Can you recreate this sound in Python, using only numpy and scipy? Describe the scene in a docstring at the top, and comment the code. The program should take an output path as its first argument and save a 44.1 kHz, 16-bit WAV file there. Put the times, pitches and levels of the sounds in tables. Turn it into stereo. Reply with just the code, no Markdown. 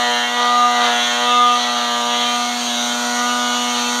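"""A small room, with a handheld electric sander close to a stereo microphone, moved with a light touch.
The cooling fan hisses throughout. The motor turns about 121 times a second and the pad knocks twice
a turn, so the housing hums, rings and rattles. The paper rasps in time with the strokes and swells
where it bites. The fan and the brighter sounds carry into the room; the low tones stay close and dry."""
import sys
import numpy as np
from scipy import signal
from scipy.fft import rfft, irfft
from scipy.io import wavfile

SR = 44100
rng = np.random.default_rng(int(sys.argv[2]) if len(sys.argv) > 2 else 0)


def int16_out(signal):
    """Quantize to a 16-bit WAV file."""
    q = np.round(np.clip(np.atleast_2d(signal).T, -1, 1) * 32767)
    wavfile.write(sys.argv[1], SR, q.astype(np.int16))


N = 176400
TIME = np.arange(N) / SR
HZ = np.maximum(np.fft.rfftfreq(N, 1 / SR), 1)
SIDES = np.array([[0.5], [-0.5]])   # splits a difference between left and right
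# An order is a multiple of the motor speed; a lag is a delay behind the main knock.
RATTLE_FROM_ORDER, BUZZ_FROM_ORDER, SIZZLE_FROM_ORDER, END_ORDER = 14, 25, 35, 76
RING_LAG_TURNS, RATTLE_LAG_TURNS, STROKE_LAG_TURNS = 0.02, 0.39, 0.584


def from_db(db):
    """Decibels to gain."""
    return 10 ** (np.asarray(db) / 20)


def rms_one(x):
    """Scale to rms 1."""
    return x / np.sqrt(np.mean(np.abs(x) ** 2))


def in_time(rows):
    """A (time, value) table at every sample."""
    return np.interp(TIME, *np.transpose(rows))


def fader(rows):
    """A (time, dB) table as a gain at every sample."""
    return from_db(in_time(rows))


def at_hz(spectrum, hz):
    """Read a spectrum on a log-frequency axis."""
    frequencies, db = np.transpose(spectrum)
    return np.interp(np.log(hz), np.log(frequencies), db)


def drift(rate_hz, block=200):
    """Slow complex wander of spread about 1, drawn once a block and joined by ramps."""
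    pole = np.exp(-2 * np.pi * block * rate_hz / SR)
    settle = 2 * block
    draws = [1, 1j] @ rng.standard_normal((2, N // block + settle + 2))
    slow = rms_one(signal.lfilter([1], [1, -2 * pole, pole * pole], draws)[settle:])
    ramps = slow[:-1, None] + np.diff(slow)[:, None] * (np.arange(block) / block)
    return ramps.ravel()[:N]


def partial(turns, order, waver, smear_turns=0.008):
    """One multiple of the motor speed, wavering in level and phase; rms 1."""
    delay = smear_turns * min(order, BUZZ_FROM_ORDER)   # the housing smears each knock
    angle = 2 * np.pi * (order * (turns - delay) % 1)
    gain = 1 + waver * drift(rate_hz=1.5 * (1 + order / 36))   # high partials waver faster
    return rms_one(gain.real * np.cos(angle) - gain.imag * np.sin(angle))


def noise(spectrum, gate):
    """Gated white noise, coloured to a spectrum in dB per Hz."""
    white = rng.standard_normal(N) * gate
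    return irfft(rfft(white) * from_db(at_hz(spectrum, HZ)), N) * np.sqrt(SR / 2)


def strokes(turns, steady, sharpness=15.8):
    """Two equal bursts a turn, out and back, over a steady part; rms 1."""
    swing = np.cos(2 * np.pi * (turns - STROKE_LAG_TURNS))
    return rms_one(steady + np.exp(sharpness * (swing - 1)) + np.exp(-sharpness * (swing + 1)))


def room(x, t60_s=0.95):
    """The walls return a diffuse tail, unrelated left and right, already sounding at the start."""
    tail = rng.standard_normal((2, N)) * from_db(-60 * TIME / t60_s)
    tail /= np.sqrt(np.sum(tail ** 2, axis=1, keepdims=True))
    return irfft(rfft(x) * rfft(tail), N)


# Left against right at the microphone: (frequency [Hz], phase lead [rad], level difference [dB])
STEREO_IMAGE = [(239, -1, 1), (520, -1.76, 3.5), (750, 0.53, 2.5), (935, 0.72, 5), (1176, 0.01, 0),
                (1454, 0.89, -2), (1866, 2.5, 1), (2410, 3, -.5), (2754, 3.5, -4), (3170, 0.66, 0),
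                (4060, 0.7, -1), (4770, 2.5, 1), (6400, 6.5, 2), (7730, 9.5, 0.5), (14470, 25, -0.5)]


def microphone(x):
    """Direct sound reaches the two channels with a phase and level difference that depends on pitch."""
    hz, lead, lean_db = np.transpose([(0, 0, 0)] + STEREO_IMAGE)
    bins_hz = np.fft.rfftfreq(2 * N, 1 / SR)
    phase = np.exp(1j * SIDES * np.interp(bins_hz, hz, lead))
    gain = from_db(SIDES * np.interp(bins_hz, hz, lean_db))
    mirrored = np.hstack([x, np.fliplr(x)])   # keeps the ends free of clicks
    return irfft(rfft(mirrored) * phase * gain)[:, :N]


# Fan air behind the tool's tones, at 0 dB of swell: (frequency [Hz], density [dB per Hz])
FAN_SPECTRUM = [(30, -111), (80, -93.5), (170, -75), (400, -69.5), (1500, -100), (3200, -67.5), (5000, -64),
                (6200, -63.5), (7000, -64), (7900, -70), (9700, -76.5), (12000, -80), (14600, -83),
                (15600, -117)]
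# Swell of that air, shared by the sizzle: (time [s], gain [dB])
AIR_SWELL = [(0, -2), (.5, -4.5), (1.1, -0.5), (1.4, -4), (1.7, -3), (2.55, -0.5), (3.0, 1.4), (3.45, 0),
             (4, 2)]


def fan(turns):
    """The cooling fan blows a hiss that pulses slightly with the strokes."""
    return noise(FAN_SPECTRUM, fader(AIR_SWELL) * strokes(turns, steady=5.4))


# The tool's treble from close by: (frequency [Hz], base level of an even partial [dB])
OVERTONE_SPECTRUM = [(3100, -31.5), (3400, -34), (3700, -33), (4200, -36.5), (5200, -42.5), (6400, -39.5),
                     (7300, -45), (9200, -56), (11000, -65)]


def overtones(turns, orders, waver, odd_drop_db=6):
    """The sharp edges of the knocks make restless partials; two knocks a turn weaken the odd ones."""
    mean_speed = (turns[-1] - turns[0]) / TIME[-1]
    return sum(from_db(at_hz(OVERTONE_SPECTRUM, order * mean_speed) - odd_drop_db * (order % 2))
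               * partial(turns, order, waver) for order in orders)


def sizzle(turns):
    """The highest overtones thin to a fine sizzle that rises and falls with the fan's hiss."""
    return fader(AIR_SWELL) * overtones(turns, range(SIZZLE_FROM_ORDER, END_ORDER), waver=1.3)


# Swell of the buzz at 3 to 4 kHz: (time [s], gain [dB])
BUZZ_SWELL = [(0, 2), (.57, -.5), (1.0, 3.5), (1.35, 1.5), (1.6, 2.5), (1.8, -1), (2.2, 3), (2.55, -6),
              (2.75, 2), (3.1, -5.5), (3.4, -1.5), (4, -4)]


def buzz(turns):
    """The overtones just above the rattle buzz in step with it."""
    orders = range(BUZZ_FROM_ORDER, SIZZLE_FROM_ORDER)
    return fader(BUZZ_SWELL) * overtones(turns - RATTLE_LAG_TURNS, orders, waver=0.85)


# Hum of the body, close up: (time [s], level [dB])
HUM_LEVEL = [(0.0, -32), (0.47, -31.5), (0.59, -30), (1.39, -30), (1.65, -31), (3.22, -26.5), (4.0, -27)]
# Where it sits in front of the microphone: (time [s], left over right [dB])
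HUM_PAN = [(0, 4), (.25, -12), (.67, 15.5), (1.1, -21.5), (1.48, 13), (1.9, -7), (2.55, 2), (2.95, -3),
           (3.65, 3), (4, 0.5)]


def hum(turns):
    """The body shakes twice a turn: a clean low tone that leans from side to side as the tool moves."""
    pan = from_db(SIDES * in_time(HUM_PAN))
    pan /= np.sqrt(np.mean(pan ** 2, axis=0))
    return fader(HUM_LEVEL) * partial(turns, order=2, waver=0) * pan


# Paper on the work at a light touch, close up: (frequency [Hz], density [dB per Hz])
RASP_SPECTRUM = [(30, -111), (90, -117), (180, -88), (300, -102), (520, -68.5), (670, -64), (1020, -66),
                 (1270, -60.5), (1600, -67), (2200, -59), (2700, -62.5), (3400, -64.5), (4500, -67),
                 (7000, -82), (15000, -112)]
# Where it bites: (time [s], half length [s], relative grind [dB], relative scrape [dB])
PAPER_BITES = [(0.42, 0.054, 5.5, 6), (0.836, 0.06, 9.5, 9), (1.598, 0.055, 1, 8), (1.787, 0.037, 2, 5),
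               (2.218, 0.029, -7, 5.5), (2.58, 0.11, -20, 2.5), (3.024, 0.026, 2.5, -6),
               (3.547, 0.021, 3, 8), (3.785, 0.04, 0, 6.5)]


def paper(turns, bite_db=0.5, crossover_hz=2570):
    """The paper rasps at each stroke; each bite adds power to a dull grind and a bright scrape."""
    power = np.ones((2, N))   # grind and scrape at a light touch
    for at_s, half_s, grind_db, scrape_db in PAPER_BITES:
        swell = np.exp(-((TIME - at_s) / half_s) ** 2 / 2)
        power += (from_db([[grind_db], [scrape_db]]) * from_db(bite_db) * swell) ** 2
    gate = strokes(turns, steady=1)
    rasp = 0
    for side, grip in zip(("low", "high"), np.sqrt(power)):
        band = signal.butter(3, crossover_hz, side, fs=SR, output="sos")
        rasp += signal.sosfilt(band, noise(RASP_SPECTRUM, gate * grip))
    return rasp


# The shell close up, near 2.7 and 2.9 kHz, each: (time [s], level [dB])
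LOWER_WHINE = [(0, -34), (.2, -33.5), (.45, -38), (.65, -30), (1.12, -29), (1.22, -22), (1.55, -27),
               (1.68, -38.5), (2.12, -28), (2.35, -30.5), (3.1, -30), (3.8, -27), (4, -33)]
UPPER_WHINE = [(0, -21), (.1, -22), (.52, -30), (.68, -31), (1.0, -31), (1.45, -31), (2.05, -28),
               (2.4, -28.5), (3.1, -25.5), (3.4, -27.5), (4, -31.5)]


def whine(turns):
    """Two shrill resonances of the shell swell and fade as the tool is tilted."""
    return sum(fader(level) * partial(turns - RATTLE_LAG_TURNS, order, waver=0.55)
               for level, order in ((LOWER_WHINE, 22), (UPPER_WHINE, 24)))


# Partials of the pad's knock and rattle, close up: (order [cycles per turn], base level [dB])
PAD_PARTIALS = [(3, -60.5), (4, -32), (5, -36), (7, -36), (8, -29.5), (9, -39.5), (11, -37), (13, -38),
                (14, -32), (15, -32), (16, -27.5), (17, -30), (18, -24), (19, -39), (20, -30), (21, -44.5),
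                (23, -28.5)]
# Swells of the low even partials, the low odd ones and the rattle near 2 kHz: (time [s], gain [dB])
KNOCK_SWELL = [(0, -2), (.1, 5.5), (.28, -5), (.42, 4.5), (.56, -1), (.7, 2), (.9, 4.5), (1.06, -5),
               (1.25, 4.5), (1.48, 2), (1.75, -4), (2.1, 1.5), (2.5, -5.5), (2.6, -6.5), (2.85, -7),
               (3.2, 0), (4, -2.5)]
UNEVEN_SWELL = [(0, 3), (.2, 2), (.42, -2.5), (.7, -2), (.8, 5), (.95, 5.5), (1.22, 6), (1.5, -15),
                (1.66, 1), (1.95, 1), (2.2, -2), (2.5, -8), (2.78, 1.5), (3.05, 2.5), (3.26, -7.5),
                (3.45, -2.5), (4, -1)]
RATTLE_SWELL = [(0, 3), (.13, 7), (.32, -1), (.55, -0.5), (.88, 5), (1.03, 4.5), (1.25, -1), (1.7, -2.5),
                (2.03, -1.5), (2.52, -2.5), (2.62, -8.5), (3.3, -4.5), (3.5, -4), (4, -8)]


def pad(turns):
    """The pad knocks twice a turn, unequal knocks adding odd partials; a rattle follows once a turn."""
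    knock, rattle = 0, 0
    late = turns - RATTLE_LAG_TURNS
    for order, db in PAD_PARTIALS:
        if order >= RATTLE_FROM_ORDER:
            rattle += from_db(db) * fader(RATTLE_SWELL) * partial(late, order, waver=0.7)
        elif order % 2:
            knock += from_db(db) * fader(UNEVEN_SWELL) * partial(turns, order, waver=0.55)
        else:
            knock += from_db(db) * fader(KNOCK_SWELL) * partial(turns, order, waver=0.17)
    return knock, rattle


# The housing right at the microphone, near 730, 1210 and 1450 Hz, each: (time [s], level [dB])
DEEP_RING = [(0, -21.5), (.3, -29.5), (.5, -22.5), (.65, -19), (.95, -24), (1.08, -30.5), (1.3, -22),
             (1.5, -21.5), (1.7, -27), (2.45, -26), (2.6, -29), (3.0, -32.5), (3.15, -26.5), (3.7, -30),
             (4, -37)]
MIDDLE_RING = [(0.0, -24), (0.27, -38.5), (0.41, -20.5), (0.65, -14.1), (0.73, -25.5), (0.84, -20.5),
               (0.92, -36), (1.14, -34), (1.31, -15.5), (1.43, -11.0), (1.57, -18), (1.63, -39),
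               (1.69, -25), (2.43, -25.5), (2.53, -39), (3.13, -38), (3.21, -22.5), (3.5, -26),
               (4.0, -30.5)]
HIGH_RING = [(0, -34), (.15, -30), (.6, -36.5), (.95, -26), (1.25, -31.5), (1.9, -44), (2.4, -31.5),
             (2.65, -42.5), (2.9, -29), (3.3, -25), (3.55, -26.5), (3.61, -38), (4, -26.5)]


def housing(turns):
    """The knocks keep three resonances of the housing ringing, each on one multiple of the speed."""
    return sum(fader(level) * partial(turns - RING_LAG_TURNS, order, waver=0.12)
               for level, order in ((DEEP_RING, 6), (MIDDLE_RING, 10), (HIGH_RING, 12)))


# The motor that drives it all: (time [s], speed [turns per second])
MOTOR_SPEED = [(0.0, 121.16), (0.16, 120.38), (0.27, 121.0), (0.59, 121.59), (0.73, 121.33), (0.9, 119.99),
               (0.96, 119.99), (1.35, 122.11), (1.63, 121.23), (1.84, 119.81), (2.02, 119.6),
               (2.16, 120.56), (2.53, 121.09), (2.76, 120.05), (2.92, 120.71), (3.1, 120.95),
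               (3.33, 122.06), (3.67, 121.68), (3.8, 120.65), (4.0, 121.75)]


def motor():
    """Turns completed so far, at a speed that wanders slightly."""
    return np.cumsum(in_time(MOTOR_SPEED)) / SR


def scene():
    """The sander at the microphone, every layer following the motor, with the room behind it."""
    turns = motor()
    knock, rattle = pad(turns)
    bright = rattle + buzz(turns) + sizzle(turns)
    air = fan(turns)
    bright += whine(turns) + paper(turns)
    direct = hum(turns) + housing(turns) + knock + bright + air
    return microphone(direct) + room(from_db(-6.5) * bright + from_db(-11) * air)


def record(dry, stopband_hz=16300):
    """A steep low-pass cuts the very top of the hiss."""
    return signal.sosfilt(signal.cheby2(12, 70, stopband_hz, fs=SR, output="sos"), dry)


dry = scene()
out = record(dry)
int16_out(out)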